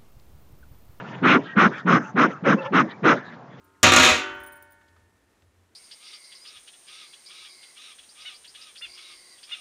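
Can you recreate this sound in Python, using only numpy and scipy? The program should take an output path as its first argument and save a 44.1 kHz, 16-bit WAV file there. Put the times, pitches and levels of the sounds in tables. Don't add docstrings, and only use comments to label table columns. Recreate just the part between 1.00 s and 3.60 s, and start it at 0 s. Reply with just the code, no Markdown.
import sys
import numpy as np
from scipy import signal
from scipy.fft import rfft, irfft
from scipy.io import wavfile
from scipy.ndimage import uniform_filter1d, minimum_filter1d

SR = 44100
rng = np.random.default_rng(int(sys.argv[2]) if len(sys.argv) > 2 else 0)


def amplitude_ratio(level_db):
    exponent = np.asarray(level_db, float) / 20
    return 10 ** exponent


def unload_wav(signal):
    wavfile.write(
        sys.argv[1],
        SR,
        np.round(np.clip(np.atleast_2d(signal).T, -1, 1) * 32767).astype(np.int16),
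    )


N = 114660
TIME_S = np.arange(N) / SR
BIN_HZ = np.arange(N // 2 + 1) * SR / N

# start_s, length_s, jet_db, bright_jet_db, hiss_db
SQUEEZES = [
    (0.219, 0.17, -15, -18.5, -43),
    (0.552, .14, -11.5, -20, -41),
    (0.851, 0.15, -16, -25, -41.5),
    (1.15, 0.13, -16, -25, -41.5),
    (1.431, 0.13, -19, -27, -44.5),
    (1.716, 0.12, -14.5, -23, -42.5),
    (2.025, 0.13, -14, -21.5, -39),
]


def drift(rate_hz):
    r = np.exp(-2 * np.pi * rate_hz / SR)
    slow = signal.lfilter([1], [1, -2 * r, r * r], rng.standard_normal(N + SR))[SR:]
    return slow / slow.std()


def coloured(spectrum, flicker_db, rate_hz):
    hz = np.maximum(BIN_HZ, 1)
    f, db = np.transpose(spectrum)
    inside = (hz > f[0]) & (hz < f[-1])
    gain = amplitude_ratio(np.interp(np.log(hz), np.log(f), db)) * inside
    whole = rfft(rng.standard_normal(N)) * gain
    band = 2 * np.log2(hz / f[0])
    shared = drift(rate_hz)
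    out = 0
    for k in range(int(2 * np.log2(f[-1] / f[0])) + 2):
        part = irfft(whole * np.clip(1 - abs(band - k), 0, 1), N)
        out = out + part * amplitude_ratio(flicker_db * (0.23 * shared + 1.5 * drift(rate_hz)))
    return out / out.std()


def hump(start_s, length_s, rise_s, fall_s):
    t = TIME_S - start_s
    return np.sin(np.pi / 2 * np.clip(np.minimum(t / rise_s, (length_s - t) / fall_s), 0, 1)) ** 2


def linger(swell, tail_db, t60_s):
    r = amplitude_ratio(-60 / (t60_s * SR))
    return np.maximum(swell, amplitude_ratio(tail_db) * signal.lfilter([1 - r], [1, -r], swell))


def ring(x, hz, width_hz):
    r = np.exp(-np.pi * width_hz / SR)
    poles = [1, -2 * r * np.cos(2 * np.pi * hz / SR), r * r]
    return signal.lfilter([(1 - r * r) / 2, 0, (r * r - 1) / 2], poles, x + 1e-18)


def tilted(x, db_per_octave, pivot_hz):
    octaves = np.log2(np.maximum(BIN_HZ, 100) / pivot_hz)
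    return irfft(rfft(x) * amplitude_ratio(db_per_octave * octaves), N)


def field():
    # hz, db_per_hz
    field_spectrum = [(30, -42), (70, -31.5), (125, 3), (357, -9.5), (900, -10), (1800, -19.5),
                      (2700, -32.5), (7300, -44)]
    # time_s, level_db
    field_level = [(0, -37), (.5, -44.5), (1.0, -46), (2.0, -42.5), (2.55, -45), (2.6, -43)]
    s, db = np.transpose(field_level)
    return amplitude_ratio(np.interp(TIME_S, s, db)) * coloured(field_spectrum, flicker_db=1.1, rate_hz=9.8)


def wheeze():
    # hz, db_per_hz
    wheeze_spectrum = [(350, -17), (700, -25.5), (950, -5), (1700, 0), (2400, -9.5), (3600, -15),
                       (4200, -25), (7400, -37)]
    # start_s, length_s, level_db, brightness_db_per_octave
    refills = [
        (-.02, 0.5, -48.5, 1.1),
        (0.345, 0.22, -46, 2.5),
        (0.669, 0.18, -38.5, -1.5),
        (0.994, 0.082, -38, -4),
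        (1.253, 0.095, -40, -1.1),
        (1.522, 0.18, -37, -1.8),
        (1.813, 0.14, -39.5, -3.7),
        (2.133, 0.11, -33, -4.5),
        (2.231, 0.15, -46.5, -0.5),
        (2.47, 0.16, -50, -1.5),
    ]
    rise_s, fall_s = 0.01, 0.045
    air = coloured(wheeze_spectrum, flicker_db=5.0, rate_hz=11)
    out = np.zeros(N)
    for s, d, db, bright_db in refills:
        out += amplitude_ratio(db) * hump(s, d, rise_s, fall_s) * tilted(air, bright_db, pivot_hz=1300)
    return out


def whistles():
    # start_s, length_s, pitch_hz, width_hz
    whistle_tones = [(.04, .14, 1780, 90), (.08, .1, 950, 70), (.46, .11, 1880, 50), (.43, .14, 1600, 90),
                     (.43, .1, 1330, 70), (.42, .12, 3100, 500), (.42, .1, 2340, 100),
                     (.70, .13, 1460, 320), (.73, .135, 1820, 60), (.72, .09, 2360, 120),
                     (.71, .11, 3300, 400), (1.0, .125, 1320, 250), (1.02, .11, 870, 40),
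                     (1.0, .13, 6200, 700), (1.02, .07, 2700, 300), (1.285, .115, 1300, 200),
                     (1.355, .055, 2650, 40), (1.28, .085, 6100, 600), (1.545, .065, 285, 45),
                     (1.55, .165, 533, 35), (1.565, .155, 867, 25), (1.575, .125, 1350, 90),
                     (1.595, .115, 1750, 45), (1.565, .065, 2650, 60), (1.6, .09, 3200, 400),
                     (1.865, .085, 1820, 120), (1.89, .09, 2300, 100), (2.2, .125, 1720, 80),
                     (2.235, .08, 3800, 500), (2.49, .085, 3400, 150)]
    whistle_db = [-50, -45, -42.5, -45, -45.5, -56, -62, -40.5, -51.5, -45.5, -53, -41.5, -45.5, -60, -52.5,
                  -40, -58, -63.5, -38.5, -34.5, -41, -41, -44, -42.5, -61, -43, -53, -46.5, -55.5, -64]
    rise_s, fall_s = 0.031, 0.036
    out = np.zeros(N)
    for (s, d, hz, width_hz), db in zip(whistle_tones, whistle_db):
        tone = ring(ring(rng.standard_normal(N), hz, width_hz), hz, 2 * width_hz)
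        tone = tone / uniform_filter1d(tone ** 2, size=1300) ** .3
        out += amplitude_ratio(db) * hump(s, d, rise_s, fall_s) * tone / tone.std()
    return out


def spout():
    # hz, db_per_hz
    jet_spectrum = [(440, -37), (750, -9.5), (965, -8), (1050, -1.5), (1200, 3), (1420, 3.5), (2200, -15),
                    (2860, -50), (4840, -120)]
    bright_spectrum = [(1400, -14.5), (1900, -4), (2300, -4), (2900, -10), (3900, -19), (4400, -28),
                       (4700, -44)]
    hiss_spectrum = [(4000, -20), (4500, -10), (5000, 7.5), (6500, 5.5), (7100, -8.5), (7500, -29)]
    rise_s, fall_s = 0.05, .038
    jet_power, bright_power, hiss_power = 1.09, 1.8, 1.9
    peak_share = 0.5
    hiss_lag_s, treble_flicker_db = .008, 1.1
    jet, bright, hiss = np.zeros((3, N))
    for s, d, jet_db, bright_db, hiss_db in SQUEEZES:
        pressure = hump(s, d, peak_share * d, (1 - peak_share) * d) ** .5
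        jet += amplitude_ratio(jet_db) * hump(s, d, rise_s, fall_s) ** jet_power
        bright += amplitude_ratio(bright_db) * pressure ** bright_power
        hiss += amplitude_ratio(hiss_db) * pressure ** hiss_power
    hiss = linger(np.roll(hiss, int(hiss_lag_s * SR)), tail_db=-14, t60_s=0.32)
    return (jet * coloured(jet_spectrum, flicker_db=-1.0, rate_hz=40)
            + bright * coloured(bright_spectrum, treble_flicker_db, rate_hz=35)
            + hiss * coloured(hiss_spectrum, treble_flicker_db, rate_hz=72))


def can_boom():
    # hz, db_per_hz
    boom_spectrum = [(35, -74), (60, -68), (127, -3.5), (189, 6), (318, 2.5), (617, -5.5), (702, -8),
                     (800, -12), (1040, -10), (1760, -120)]
    # level_db, brightness_db_per_octave
    booms = [
        (-14, -2),
        (-15.5, -0.5),
        (-15.5, -3),
        (-18, 0.13),
        (-15.5, -1.5),
        (-16.5, -0.5),
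        (-16.5, -0.7),
    ]
    lead_s, rise_s, fall_s = 0.011, 0.059, 0.046
    air = coloured(boom_spectrum, flicker_db=2.0, rate_hz=14)
    out = np.zeros(N)
    for (s, d, *_), (db, bright_db) in zip(SQUEEZES, booms):
        swell = hump(s - lead_s, d + 2 * lead_s, rise_s, fall_s)
        swell = linger(swell, tail_db=-6, t60_s=0.22)
        out += amplitude_ratio(db) * tilted(air, bright_db, pivot_hz=200) * swell
    return out


def can_thumps():
    # start_s, level_db, pitch_hz
    thumps = [
        (.214, -17, 190),
        (.566, -2, 200),
        (.848, -13, 185),
        (1.142, -15, 190),
        (1.422, -18, 185),
        (1.706, -18, 200),
        (2.02, -18, 200),
    ]
    rise_s, t60_s = .009, .1
    out = np.zeros(N)
    for s, db, hz in thumps:
        age_s = np.clip(TIME_S - s, 0, 1)
        decay = amplitude_ratio(db - 60 * age_s / t60_s)
        out += decay * np.minimum(age_s / rise_s, 1) * np.sin(2 * np.pi * hz * age_s)
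    return out


def scene():
    return (field() + wheeze() + whistles() + spout() + can_boom() + can_thumps())[None]


def band_limit(x):
    return signal.sosfilt(signal.butter(12, 7750, fs=SR, output="sos"), x)


def record(dry):
    limit_db, release_db_per_s, ceiling = -7, 600, .53
    drop_above_hz, drop_share, drop_block = 6300, .2, 160
    dry = signal.sosfilt(signal.butter(2, 95, "high", fs=SR, output="sos"), dry)

    level_db = 20 * np.log10(abs(dry) + 1e-9)
    slope_db = release_db_per_s * TIME_S
    held_db = np.maximum.accumulate(level_db + slope_db, axis=1) - slope_db
    cut_db = -minimum_filter1d(-np.maximum(held_db - limit_db, 0), size=41)
    x = dry * amplitude_ratio(-.7 * uniform_filter1d(cut_db, size=41))
    x = x / (1 + abs(x / ceiling) ** 8) ** (1 / 8)

    top = irfft(rfft(x) * (BIN_HZ > drop_above_hz), N)
    lost = np.repeat(rng.random(N // drop_block + 1) < drop_share, drop_block)[:N]
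    x = x - uniform_filter1d(lost * 1., size=60) * top
    x = signal.sosfilt(signal.cheby2(12, 70, 6980 * 1.422, fs=SR, output="sos"), x)
    x = signal.sosfilt(signal.butter(2, 72, "high", fs=SR, output="sos"), x)
    return band_limit(x)


dry = scene()
out = record(dry)
unload_wav(out)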